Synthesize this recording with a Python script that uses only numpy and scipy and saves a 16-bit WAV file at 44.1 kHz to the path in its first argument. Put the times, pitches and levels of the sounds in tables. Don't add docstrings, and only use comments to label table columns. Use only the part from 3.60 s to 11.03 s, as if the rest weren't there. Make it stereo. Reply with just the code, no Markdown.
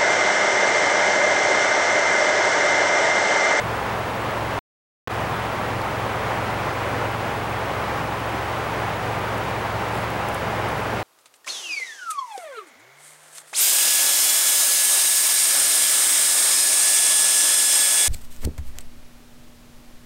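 import sys
import numpy as np
from scipy import signal
from scipy.fft import irfft
from scipy.io import wavfile

SR = 44100
rng = np.random.default_rng(int(sys.argv[2]) if len(sys.argv) > 2 else 0)


def put_to_file(sound):
    columns = np.atleast_2d(sound).T
    safe = np.clip(columns, -1, 1)
    whole_steps = np.round(safe * 32767)
    wavfile.write(sys.argv[1], SR, whole_steps.astype(np.int16))


N = 327663
TIME_S = np.arange(N) / SR
SIDES = np.array([[1], [-1]])

# freq_hz, relative_density_db
WIND_SPECTRUM = [(80, -30), (170, -5), (265, -5.5), (400, -3), (540, -1.5), (830, -0.95), (1030, -1.76),
                 (1500, -6), (2200, -10), (3200, -17), (4000, -22), (7400, -31.5), (8600, -38),
                 (10500, -83.5)]
# freq_hz, coherence
WIND_COHERENCE = [(100, .997), (300, 0.96), (550, 0.93), (1000, 0.86), (2000, 0.79), (4000, 0.58),
                  (8000, 0.6)]
# freq_hz, left_minus_right_db
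WIND_BALANCE = [(100, -3), (250, 2), (550, 2.5), (900, 3.0), (1400, 4), (2400, 2.5), (4400, 1), (7500, 0)]
# freq_hz, left_lead_rad
WIND_PHASE = [(100, -0.2), (300, -0.33), (750, -0.76), (1900, -0.99), (3000, -.8), (5000, -.45),
              (7500, -.1)]
# order, relative_level_db
ENGINE_HARMONICS = [(1, -22), (2, -28.5), (3, -7.5), (4, -10), (5, -0.5), (6, -11.5), (7, -13), (9, -15)]
# freq_hz, relative_density_db
RUMBLE_SPECTRUM = [(20, -27), (36, -23.5), (53, -7.5), (80, -6), (105, 3), (150, -2.5), (200, -6.5),
                   (300, -32.5), (1000, -93)]
# start_s, force_db, pitch_hz
TWIG_SNAPS = [(2.216, -26, 3700), (5.779, -39, 10200), (6.502, -38, 9300), (6.558, -42, 10200),
              (6.686, -31, 10000), (6.7455, -30, 9300), (7.089, -39, 10000)]
# pitch_ratio, relative_bandwidth, gain_db
TWIG_MODES = [(.82, .13, 0), (.96, 0.15, 2.5), (1.12, .11, 3), (1.27, .1, -8)]
# crest_s, sigma_s, force_db
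FOOT_DRAGS = [(6.38, .035, -47.5), (6.76, .04, -53), (7.16, .04, -52)]
# freq_hz, relative_density_db
HISS_SPECTRUM = [(3000, -8), (6000, -10.5), (8700, 4), (10500, 1.5), (13000, -2), (16000, -3)]
# freq_hz, relative_level_db
WHINE_TONES = [(7882, -21), (15554.4, -23), (15614.4, -19), (15674.4, -21), (15734.3, 0)]


def wind(level_db=-26, gust_db=.7, flutter_db=.4, sough_gain=.35):
    coherence = np.clip(over_hz(WIND_COHERENCE), 0, 1)
    field = np.sqrt(1 + coherence) * white_spectrum() + SIDES * np.sqrt(1 - coherence) * white_spectrum()
    balance = from_db(SIDES * over_hz(WIND_BALANCE) / 2)
    phase_shift = np.exp(.5j * SIDES * over_hz(WIND_PHASE))
    rush = irfft(field * balance * phase_shift * from_db(over_hz(WIND_SPECTRUM)), N)
    rush = rush + sough_gain * resonate(rush, freq_hz=814, width_hz=32)
    gust = swell(crest_s=3.14, sigma_s=.28)
    envelope_db = level_db + gust_db * gust + flutter_db * drift(rate_hz=3.9)
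    return rush / np.std(rush.mean(axis=0)) * from_db(envelope_db)


def engine(idle_hz=22.27, hunt_hz=.09, hum_db=-35.5, waver_db=.4, rumble_db=-39, throb_depth=.45):
    cycle_rad = 2 * np.pi * np.cumsum(idle_hz + hunt_hz * drift(rate_hz=.8)) / SR
    hum = 0
    for order, level_db in ENGINE_HARMONICS:
        gain = from_db(level_db + waver_db * drift(rate_hz=4.9))
        hum += gain * np.sin(round(order) * cycle_rad + rng.uniform(0, 2 * np.pi))
    exhaust_puffs = 1 + throb_depth * np.sin(cycle_rad)
    rumble = unit_rms(coloured_noise(RUMBLE_SPECTRUM) * exhaust_puffs)
    return from_db(hum_db) * np.sqrt(2) * hum + from_db(rumble_db) * rumble


def twig_snaps(crack_t60_s=.014, scatter_t60_s=.06, scatter_db=-14):
    out = np.zeros(N)
    age_s = np.arange(SR // 10) / SR
    for start_s, force_db, pitch_hz in TWIG_SNAPS:
        crack = from_db(-60 * age_s / crack_t60_s)
        scatter = from_db(scatter_db - 60 * age_s / scatter_t60_s)
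        force = from_db(force_db) * (crack + scatter) * rng.standard_normal(len(age_s))
        start = round(start_s * SR)
        out[start:start + len(age_s)] += twig_ring(force, pitch_hz)
    return out


def foot_drags(grains_per_s=1500, needle_hz=9200):
    drag = sum(from_db(force_db) * swell(crest_s, sigma_s) for crest_s, sigma_s, force_db in FOOT_DRAGS)
    hits = rng.random(N) < grains_per_s / SR
    grains = unit_rms(hits * rng.standard_normal(N))
    return twig_ring(drag * grains, needle_hz)


def twig_ring(force, pitch_hz):
    ring = 0
    for ratio, relative_bandwidth, gain_db in TWIG_MODES:
        mode_hz = ratio * pitch_hz
        ring += from_db(gain_db) * resonate(force + 1e-18, mode_hz, relative_bandwidth * mode_hz)
    return ring


def camera_hiss(level_db=-50.5, side_db=-24):
    hiss = coloured_noise(HISS_SPECTRUM) + SIDES * from_db(side_db) * coloured_noise(HISS_SPECTRUM)
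    return from_db(level_db) * hiss


def whine(level_db=-53.8, pulse_hz=13.1, pulse_depth=.4):
    tones = sum(from_db(tone_db) * np.sqrt(2) * np.sin(2 * np.pi * freq_hz * TIME_S)
                for freq_hz, tone_db in WHINE_TONES)
    pulse = 1 + pulse_depth * np.sin(2 * np.pi * pulse_hz * TIME_S)
    return from_db(level_db) * pulse * tones


def dropout(cut_s=.9905, blip_s=1.4735, blip_length_s=.009, return_s=1.484, fade_s=.023, switch_s=.0005):
    blip = ramp(blip_s, switch_s) - ramp(blip_s + blip_length_s, switch_s)
    return 1 - ramp(cut_s, switch_s) + blip + ramp(return_s, fade_s)


def from_db(db):
    return 10 ** (np.asarray(db) / 20)


def unit_rms(x):
    return x / np.sqrt(np.mean(x ** 2) + 1e-20)


def over_hz(table):
    freq_hz, value = np.transpose(table)
    return np.interp(np.log(np.fft.rfftfreq(N, 1 / SR) + 1), np.log(freq_hz + 1), value)


def white_spectrum():
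    return rng.standard_normal(N // 2 + 1) + 1j * rng.standard_normal(N // 2 + 1)


def coloured_noise(spectrum):
    return unit_rms(irfft(white_spectrum() * from_db(over_hz(spectrum)), N))


def drift(rate_hz):
    hop, settle_steps = 40, 2000
    pole = np.exp(-2 * np.pi * rate_hz * hop / SR)
    noise = rng.standard_normal(N // hop + settle_steps + 2)
    slow = signal.lfilter([1], [1, -2 * pole, pole * pole], noise)[settle_steps:]
    return np.interp(np.arange(N) / hop, np.arange(len(slow)), unit_rms(slow))


def resonate(x, freq_hz, width_hz):
    radius = np.exp(-np.pi * width_hz / SR)
    feedback = [1, -2 * radius * np.cos(2 * np.pi * freq_hz / SR), radius ** 2]
    return signal.lfilter(np.array([1, 0, -1]) * (1 - radius ** 2) / 2, feedback, x)


def swell(crest_s, sigma_s):
    return np.exp(-.5 * ((TIME_S - crest_s) / sigma_s) ** 2)


def ramp(start_s, length_s):
    return np.clip((TIME_S - start_s) / length_s, 0, 1)


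def scene(engine_pan_db=1.24, engine_lag_s=.00015):
    idle = engine()
    left = from_db(engine_pan_db / 2) * np.interp(TIME_S - engine_lag_s, TIME_S, idle)
    right = from_db(-engine_pan_db / 2) * idle
    return wind() + np.array([left, right]) + twig_snaps() + foot_drags() + camera_hiss() + whine()


def record(dry):
    cutoff_hz = 16000
    low_pass = signal.ellip(12, .1, 80, cutoff_hz, fs=SR, output="sos")
    return signal.sosfilt(low_pass, dry * dropout())


dry = scene()
out = record(dry)
put_to_file(out)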